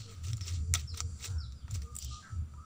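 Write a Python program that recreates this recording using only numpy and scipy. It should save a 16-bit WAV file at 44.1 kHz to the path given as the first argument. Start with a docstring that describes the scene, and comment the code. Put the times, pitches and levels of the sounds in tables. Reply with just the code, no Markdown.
"""Dry corn husk, torn and snapped off a cob by hand, close up in a field.
Fibres break in sharp cracks and splinters, the stalk rings, leaves crackle and slide, a knife ticks.
A small bird whistles downward, insects shrill, a dove and a fowl call far off.
Under it: outdoor air and the rumble of a hand-held microphone."""
import sys
import numpy as np
from scipy import signal
from scipy.fft import rfft, irfft, next_fast_len
from scipy.io import wavfile

SR = 44100
rng = np.random.default_rng(int(sys.argv[2]) if len(sys.argv) > 2 else 0)


def dump(signal):
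    """Clip the signal to [-1, 1] and save it as 16-bit WAV at the path in sys.argv[1]."""
    limited = np.clip(np.atleast_2d(signal).T, -1, 1)
    pcm = np.round(limited * 32767).astype(np.int16)
    wavfile.write(sys.argv[1], SR, pcm)


N = 116865
T = np.arange(N) / SR
GRID_HZ = np.fft.rfftfreq(4096, 1 / SR)
FIBRE_PEAK_DB, FIBRE_WIDTH_HZ = 10, 380

# Microphone port resonances: f/Hz, width/Hz, gain/dB
PORT_PEAKS = [(1270, 140, 6.5), (1850, 150, -3), (2300, 200, 2), (3000, 200, -2), (3750, 200, 2),
              (5850, 250, 3), (6570, 120, -4), (7350, 350, 4), (12700, 1200, -4), (15050, 500, 10)]
# Air envelope: t/s, level/dB
AIR_LEVEL = [(0, -56), (.25, -58), (.65, -62.5), (1.1, -58), (1.45, -62.5), (1.7, -58), (2.05, -60.5),
             (2.4, -58.5), (2.65, -60.5)]
# Air spectrum: f/Hz, level/dB
AIR_SPECTRUM = [(20, 19.5), (80, 7.5), (200, 14), (330, -0.5), (550, -5), (900, -12), (1300, -5),
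                (2200, -14), (3000, -12), (4500, -17.5), (7000, -31.5), (9500, -15.5), (11000, -25),
                (16000, -29.5)]
# Faint midrange swells: t/s, half length/s, level/dB, f/Hz, width/Hz
AIR_SWELLS = [(1.3, 0.094, -66, 896, 604), (1.332, 0.1, -64, 1454, 506.2), (2.201, 0.22, -76, 685.5, 447),
              (2.275, 0.051, -59, 1536, 1080)]
# Stereo side noise spectrum: f/Hz, level/dB
SIDE_SPECTRUM = [(20, 6), (100, -30), (300, -2), (700, -4.5), (1300, -2), (3000, -4.5), (6000, -14.5),
                 (11000, -34), (16000, -10.5)]
# Handling rumble envelope: t/s, level/dB
RUMBLE_LEVEL = [(0.0, -40.5), (0.04, -52.5), (0.22, -43), (0.24, -38.5), (0.35, -30), (0.39, -51),
                (0.42, -30.5), (0.44, -46.5), (0.54, -32.5), (0.57, -34.5), (0.6, -28), (0.67, -38.5),
                (0.71, -29.5), (0.86, -40.5), (0.88, -50.5), (0.94, -35), (0.97, -54), (1.05, -34),
                (1.17, -43.5), (1.19, -59), (1.22, -40.5), (1.26, -58), (1.29, -37.5), (1.38, -31.5),
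                (1.4, -38.5), (1.57, -45), (1.59, -69), (1.65, -37), (1.68, -59), (1.71, -38),
                (1.76, -32.5), (1.85, -38), (1.88, -63), (1.94, -40), (2.01, -55.5), (2.05, -38),
                (2.12, -40.5), (2.25, -63), (2.29, -62), (2.33, -39), (2.41, -31.5), (2.49, -50.5),
                (2.61, -44), (2.65, -69)]
# Rumble throb pitch: t/s, f/Hz
THROB_PITCH = [(0, 110.1), (.25, 76.64), (.31, 117.2), (.36, 122.5), (.41, 89.7), (.62, 82.04), (.7, 85.1),
               (.9, 77.16), (1.07, 85.9), (1.2, 69.7), (1.3, 101.5), (1.37, 79.8), (1.45, 67.16),
               (1.65, 69.1), (1.73, 106.8), (1.8, 70), (2.15, 69.15), (2.32, 120.4), (2.38, 78.14),
               (2.65, 75.4)]
# Rumble noise spectrum: f/Hz, level/dB
RUMBLE_SPECTRUM = [(20, -12), (35, -19), (55, 2), (120, 6), (160, -9), (200, -15), (300, -24), (500, -44),
                   (1000, -53), (4000, -101)]

# Insect chorus bands: f/Hz, width/Hz, level/dB
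INSECT_BANDS = [(4750, 810, -0.5), (5730, 150, 0), (6210, 250, -3.5), (7080, 160, 0), (7400, 760, 0.5),
                (7230, 98, -2.5), (7500, 3400, 1.5), (9720, 330, -10)]
# Insect chorus envelope: t/s, level/dB
CHORUS_LEVEL = [(0, -75), (.2, -72), (.4, -62.5), (.68, -63.5), (.85, -68), (1.12, -59), (1.32, -60),
                (1.42, -71), (1.66, -74.5), (1.9, -68), (2.15, -66), (2.35, -65.5), (2.45, -76.5),
                (2.55, -69.5), (2.65, -71)]
# Dove coos: t/s, length/s, level/dB
DOVE_COOS = [(0.036, 0.12, -60.5), (0.603, 0.17, -64), (0.892, 0.25, -64), (1.164, 0.24, -65.5),
             (1.807, 0.13, -62)]
# Fowl calls: t/s, length/s, level/dB, start f/Hz, end f/Hz
FOWL_CALLS = [(0.057, 0.101, -64, 1300, 1252), (1.36, 0.089, -62, 1560, 1280),
              (1.845, 0.12, -60.5, 1230, 1200), (2.102, .1, -53.5, 1190, 1245),
              (2.213, 0.059, -56.5, 1570, 1529), (2.241, 0.114, -60, 1320, 1284),
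              (2.539, 0.031, -60.5, 950, 1026), (2.569, 0.081, -55, 1190, 1289)]
# Near whistles: t/s, length/s, level/dB, start f/Hz, end f/Hz
BIRD_NEAR = [(.408, 0.046, -50.5, 5500, 4070), (.871, .082, -51.5, 5405, 3370),
             (1.379, .094, -51, 5482, 3165)]
# Far whistles: t/s, length/s, level/dB, start f/Hz, end f/Hz
BIRD_FAR = [(1.545, 0.073, -63, 5070, 4245), (1.60, 0.054, -63, 3560, 2470)]

# Early reflections off hands and husk: delay/s, linear gain
REFLECTIONS = [(.0006, 0.036), (.0032, 0.17)]
# Knife bites: t/s, level/dB, sigma/s, f/Hz
KNIFE_CUTS = [(1.954, -41, 0.0013, 7990), (1.9657, -31, 0.00062, 7990), (1.988, -33, 0.001, 7500),
              (2.0254, -39.5, 0.00081, 6070), (2.047, -40, 0.0014, 6640)]
# Husk-on-husk strokes: peak t/s, level/dB, rise/s, fall/s, fold f/Hz
SLIDE_STROKES = [(0.019, -56, 0.13, .11, 4250), (0.553, -50, 0.014, 0.015, 4150),
                 (2.026, -49, 0.027, 0.035, 4750), (2.059, -54, .025, 0.075, 3220),
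                 (2.126, -50.5, 0.034, 0.069, 4150)]
# Sliding spectrum: f/Hz, level/dB
SLIDE_SPECTRUM = [(200, -88), (1900, -27), (2900, 3.5), (4200, -4), (5300, 4.5), (6300, 0), (8000, -4.5),
                  (10500, -40), (16000, -44)]
# Leaf strokes: peak t/s, level/dB, rise/s, fall/s, tilt/(dB/octave)
RUSTLE_STROKES = [(0.014, -54.5, 0.095, 0.016, -0.5), (0.111, -55.5, 0.023, 0.047, -1),
                  (0.243, -49.5, 0.0064, 0.055, 1.5), (0.286, -51, 0.029, 0.029, -0.5),
                  (0.489, -44, 0.031, 0.027, 0), (.562, -58.5, 0.095, 0.048, -2),
                  (.775, -45.5, 0.013, 0.037, 0), (0.804, -58, 0.0092, 0.0051, 7),
                  (0.944, -49, 0.0028, 0.0046, -2.5), (0.988, -44, 0.016, 0.015, 0.5),
                  (1.25, -39.5, 0.022, 0.019, 1), (1.317, -59.5, 0.018, 0.037, 2),
                  (1.718, -55.5, 0.017, 0.013, -1), (1.744, -45, 0.0032, 0.011, 5),
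                  (1.757, -50.5, 0.012, 0.018, 0), (1.831, -59.5, 0.012, 0.026, 1),
                  (2.034, -57, 0.055, 0.018, 5.5)]
# Leaf spectrum: f/Hz, level/dB
RUSTLE_SPECTRUM = [(100, -53), (400, 0.5), (750, -11), (1300, -4), (2300, 1), (4000, 2.5), (6000, 2.5),
                   (8000, 0), (11000, -18), (16000, -15.5)]
# Stalk modes: f/Hz, level/dB, T60/s
STALK_MODES = [(810, -11.5, 0.038), (1303, 4.5, 0.035), (2310, -12.5, 0.023), (3560, -23.5, 0.01)]
# Stalk giving way: t/s, level/dB
STALK_KNOCKS = [(.7395, -39), (.7528, -36.5), (1.680, -55), (2.538, -55)]
# Hollow husk peaks and dips: f/Hz, width/Hz, gain/dB
HUSK_PEAKS = [(717, 44, 18), (2100, 990, -0.5), (2860, 77, -2), (4160, 210, 2.5), (4900, 840, -3),
              (6280, 620, -2.5)]
# Snap spectrum: f/Hz, level/dB
SNAP_SPECTRUM = [(100, 24.5), (400, -17), (750, -8), (1300, 4), (2300, 8), (4000, 8), (6000, 16),
                 (8000, 3.5), (11000, -7.5), (16000, -8)]
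# Fibre breaks: t/s, level/dB, tilt/(dB/octave), splinter decay/s, splinter gain/dB, fibre f/Hz
FIBRE_SNAPS = [(.235, -53, 20, .004, -9, 5200), (0.249, -40, -6, 0.0054, -10, 3600),
               (0.284, -25, -0.5, 0.0057, -4, 2760), (0.3324, -15, -0.5, 0.0015, -6.5, 5400),
               (0.3692, -32, 13, 0.0034, 4.5, 7100), (0.38, -35, -1, .0014, 6, 4300),
               (0.4095, -22.5, -1, 0.016, 2, 5520), (.739, -2, 4.5, 0.0027, -6.5, 2150),
               (0.743, -19, 1.5, 0.0034, 2, 7300), (0.7482, -16, -0.5, 0.0017, 9, 6000),
               (0.752, -8.5, -3, 0.0036, 6.5, 3470), (.7555, -11.5, 1, 0.0026, -5, 3570),
               (0.9736, -26, 14, 0.0012, 2, 8610), (0.9764, -17, -1, 0.0023, -0.5, 5540),
               (1.0044, -5.5, -1.5, 0.001, -3, 4460), (1.0054, -20, -1.5, .0017, 0, 4600),
               (1.5226, -38, 1, 0.0088, 1.5, 3760), (1.6807, -16.5, -7.5, 0.0026, 0, 1276),
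               (1.7086, -30.5, -2.5, 0.0012, 3, 1270), (1.7107, -26.5, 15, 0.01, -0.5, 7140),
               (1.7505, -22, 2, 0.033, -4.5, 4770), (1.8195, -30.5, -1, 0.0032, 6.5, 4548)]


def amp(db):
    """Decibels to gain."""
    return 10 ** (np.asarray(db) / 20)


def unit(x):
    """Scale to rms 1."""
    return x / np.sqrt(np.mean(x ** 2) + 1e-20)


def add(mix, at_s, sound):
    """Mix in at at_s."""
    part = mix[max(round(at_s * SR), 0):][:len(sound)]
    part += sound[:len(part)]


def curve(points):
    """Breakpoints interpolated over T."""
    return np.interp(T, *np.transpose(points))


def sine(hz):
    """Sine along a pitch track, peak 1."""
    return np.sin(2 * np.pi * np.cumsum(hz) / SR)


def spectrum(points):
    """Breakpoints to dB on GRID_HZ."""
    hz, db = np.transpose(points)
    return np.interp(np.log(GRID_HZ + 1), np.log(hz), db)


def peaks(rows):
    """Gaussian peaks and dips in dB on GRID_HZ."""
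    return sum(db * np.exp(-((GRID_HZ - hz) / width_hz) ** 2) for hz, width_hz, db in rows)


def colour(x, shape_db):
    """Minimum-phase filter of unit energy: shape_db plus the microphone port."""
    cepstrum = irfft(np.log(amp(shape_db + peaks(PORT_PEAKS))))
    cepstrum[1:len(GRID_HZ) - 1] *= 2
    cepstrum[len(GRID_HZ):] = 0
    taps = irfft(np.exp(rfft(cepstrum)))
    return signal.fftconvolve(x, taps / np.linalg.norm(taps))[:len(x)]


def drift(rate_hz):
    """Low-passed noise, rms 1."""
    size = next_fast_len(N, True)
    lowpass = np.exp(-(np.fft.rfftfreq(size, 1 / SR) / rate_hz) ** 2)
    return unit(irfft(rfft(rng.standard_normal(size)) * lowpass, size)[:N])


def noise_band(hz, width_hz):
    """Narrowband noise, rms 1."""
    phase = 2 * np.pi * hz * T
    return drift(width_hz / 2) * np.cos(phase) + drift(width_hz / 2) * np.sin(phase)


def grains(per_s, spread_db):
    """Random clicks of uneven size, rms 1."""
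    size = amp(spread_db * np.minimum(rng.exponential(1, N), 4))
    return unit(size * np.sign(rng.standard_normal(N)) * (rng.random(N) < per_s / SR))


def strokes(rows):
    """Hand stroke envelope: exponential rises and falls, summed in power."""
    t = T[::32]
    power = sum((amp(db) * np.exp(-np.maximum((at_s - t) / rise_s, (t - at_s) / fall_s))) ** 2
                for at_s, db, rise_s, fall_s in rows)
    return np.interp(T, t, np.sqrt(power))


def scatter(x, t60_s):
    """Diffuse echoes off the plants."""
    t = T[:SR // 2]
    tail = rng.standard_normal(len(t)) * np.exp(-np.log(1000) * t / t60_s)
    return signal.fftconvolve(x, tail / np.linalg.norm(tail))[:N]


def air():
    """Outdoor noise with faint midrange swells."""
    bed = amp(curve(AIR_LEVEL)) * colour(rng.standard_normal(N), spectrum(AIR_SPECTRUM))
    swells = sum(amp(db) * np.exp(-((T - at_s) / half_s) ** 2) * noise_band(hz, width_hz)
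                 for at_s, half_s, db, hz, width_hz in AIR_SWELLS)
    return bed + swells


def rumble(wander=0.035, throb_db=-2, noise_db=-8):
    """Handling shakes the microphone: wandering low throb plus noise."""
    throb = np.sqrt(2) * sine(curve(THROB_PITCH) * (1 + wander * drift(22)))
    noise = colour(rng.standard_normal(N), spectrum(RUMBLE_SPECTRUM))
    return amp(curve(RUMBLE_LEVEL)) * (amp(throb_db) * throb + amp(noise_db) * noise)


def insects():
    """Many distant insects merge into shrill bands."""
    chorus = sum(amp(db) * noise_band(hz, width_hz) for hz, width_hz, db in INSECT_BANDS)
    return amp(curve(CHORUS_LEVEL)) * unit(chorus)


def dove(pitch_hz=463, waver=0.03):
    """Soft coos on one wavering pitch."""
    level = sum(amp(db) * np.sin(np.pi * np.clip((T - at_s) / length_s, 0, 1))
                for at_s, length_s, db in DOVE_COOS)
    return level * np.sqrt(2) * sine(pitch_hz * (1 + waver * drift(28)))


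def fowl(waver=0.022, edge_s=0.015):
    """Distant hoarse notes, half echo."""
    out = np.zeros(N)
    for at_s, length_s, db, start_hz, end_hz in FOWL_CALLS:
        t = T[:int(length_s * SR)]
        hz = (start_hz + (end_hz - start_hz) * t / length_s) * (1 + waver * drift(150)[:len(t)])
        gate = np.clip(np.minimum(t, length_s - t) / edge_s, 0, 1)
        add(out, at_s, amp(db) * gate * sine(hz))
    return out + scatter(out, t60_s=0.25)


def whistles(rows, hold_share=0.13, edge_s=0.009, fade_db=-21, warble=0.012, flutter_db=3):
    """Fluttering notes: hold the top pitch, then fall and fade."""
    out = np.zeros(N)
    for at_s, length_s, db, start_hz, end_hz in rows:
        t = T[:int(length_s * SR)]
        glide = np.clip((t / length_s - hold_share) / (1 - hold_share), 0, 1)
        hz = start_hz * (end_hz / start_hz) ** glide * (1 + warble * drift(260)[:len(t)])
        gate = np.clip(np.minimum(t, length_s - t) / edge_s, 0, 1)
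        level = amp(db + fade_db * glide + flutter_db * drift(120)[:len(t)])
        add(out, at_s, gate * level * np.sqrt(2) * sine(hz))
    return out


def bird(echo_db=1.5):
    """Whistles smeared by echoes; far ones arrive as echo only."""
    near = whistles(BIRD_NEAR)
    return near + amp(echo_db) * scatter(near + whistles(BIRD_FAR), t60_s=0.39)


def close_echoes(direct, leaves_db=-7):
    """Direct sound, reflections off hands and husk, short scatter off leaves."""
    early = direct.copy()
    for delay_s, gain in REFLECTIONS:
        add(early, delay_s, gain * direct)
    return early + amp(leaves_db) * scatter(early, t60_s=0.056)


def knife(width_octaves=0.22, skirt_db=-14.5):
    """The blade parts fibres in short bright rasps."""
    out, t = np.zeros(N), T[:2048]
    lead_s = t[256]
    skirt = amp(skirt_db) * (GRID_HZ + 100) / (GRID_HZ + 2000)
    for at_s, db, sigma_s, hz in KNIFE_CUTS:
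        rasp = rng.standard_normal(len(t)) * np.exp(-((t - lead_s) / sigma_s) ** 2 / 2)
        band = np.exp(-(np.log2((GRID_HZ + 1) / hz) / width_octaves) ** 2)
        add(out, at_s - lead_s, amp(db) * colour(rasp, 20 * np.log10(band + skirt)))
    return out


def slides(judder_db=0.5, judder_hz=91.5):
    """Husk drags over husk in tiny catches; each stroke rings at its fold's pitch."""
    out = np.zeros(N)
    for at_s, db, rise_s, fall_s, fold_hz in SLIDE_STROKES:
        catches = grains(per_s=5000, spread_db=2.5)
        level = strokes([(at_s, db, rise_s, fall_s)]) * amp(-judder_db * drift(judder_hz))
        fold_db = peaks([(fold_hz, FIBRE_WIDTH_HZ, FIBRE_PEAK_DB)])
        out += colour(catches * level, spectrum(SLIDE_SPECTRUM) + fold_db)
    return out


def rustle(clump_db=1.6, clump_hz=200, flicker_db=3, flicker_hz=90):
    """Leaves crackle in clumps; folds favour different pitches, so each band flickers alone."""
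    crackle = unit(grains(per_s=7000, spread_db=3.5) * amp(clump_db * drift(clump_hz)))
    bins = rfft(crackle, 2 * (N // 2 + 1))
    bin_hz = np.linspace(0, SR / 2, len(bins))
    bands_hz = np.geomspace(700, 14000, 14)
    out = np.zeros(N)
    for hz, weights in zip(bands_hz, np.eye(len(bands_hz))):
        band = irfft(bins * np.interp(bin_hz, bands_hz, weights))[:N]
        level = strokes([(at_s, db + tilt * np.log2(hz / 5000), rise_s, fall_s)
                         for at_s, db, rise_s, fall_s, tilt in RUSTLE_STROKES])
        out += band * level * unit(amp(flicker_db * drift(flicker_hz)))
    return colour(out, spectrum(RUSTLE_SPECTRUM))


def stalk():
    """Short woody ring as the stalk gives way."""
    out, t = np.zeros(N), T[:4096]
    ring = sum(amp(db - 60 * t / t60_s) * np.sin(2 * np.pi * hz * t) for hz, db, t60_s in STALK_MODES)
    for at_s, db in STALK_KNOCKS:
        add(out, at_s, amp(db) * ring)
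    return out


def snaps(crack_s=0.00035, ragged_gain=0.75, highpass_hz=480):
    """Fibres break: one hard, ragged crack, then a dying shower of splinters."""
    out, t = np.zeros(N), T[:4096]
    husk_db = spectrum(SNAP_SPECTRUM) + peaks(HUSK_PEAKS)
    octaves = np.log2(np.clip(GRID_HZ, 500, 9000) / 4000)
    for at_s, db, tilt, decay_s, splinter_db, fibre_hz in FIBRE_SNAPS:
        shower = grains(per_s=14000, spread_db=2.5)[:len(t)] * np.exp(-t / decay_s)
        crack = rng.standard_normal(len(t)) * t * np.exp(-2 * t / crack_s)
        force = amp(splinter_db) * shower / (np.linalg.norm(shower) + 1e-9)
        force += ragged_gain * crack / np.linalg.norm(crack)
        force[round(crack_s * SR / 2)] -= np.sqrt(1 - ragged_gain ** 2)  # impulse at the crack's peak
        fibre_db = peaks([(fibre_hz, FIBRE_WIDTH_HZ, FIBRE_PEAK_DB)])
        add(out, at_s, amp(db) * colour(force, husk_db + fibre_db + tilt * octaves))
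    highpass = signal.butter(2, highpass_hz, "highpass", fs=SR)  # thin fibres radiate no bass
    return signal.lfilter(*highpass, out)


def scene(side_db=-82):
    """All sources centred; faint side noise adds width."""
    husk = close_echoes(snaps() + stalk() + rustle() + slides() + knife())
    mid = husk + bird() + fowl() + dove() + insects() + air() + rumble()
    side = amp(side_db) * colour(rng.standard_normal(N), spectrum(SIDE_SPECTRUM))
    return np.array([mid + side, mid - side])


def record(dry):
    """Band limit: linear-phase low-pass."""
    cutoff_hz = 15650
    taps = signal.firwin(201, cutoff_hz, window=("kaiser", 8), fs=SR)
    return signal.oaconvolve(dry, taps[None], "same")


dry = scene()
out = record(dry)
dump(out)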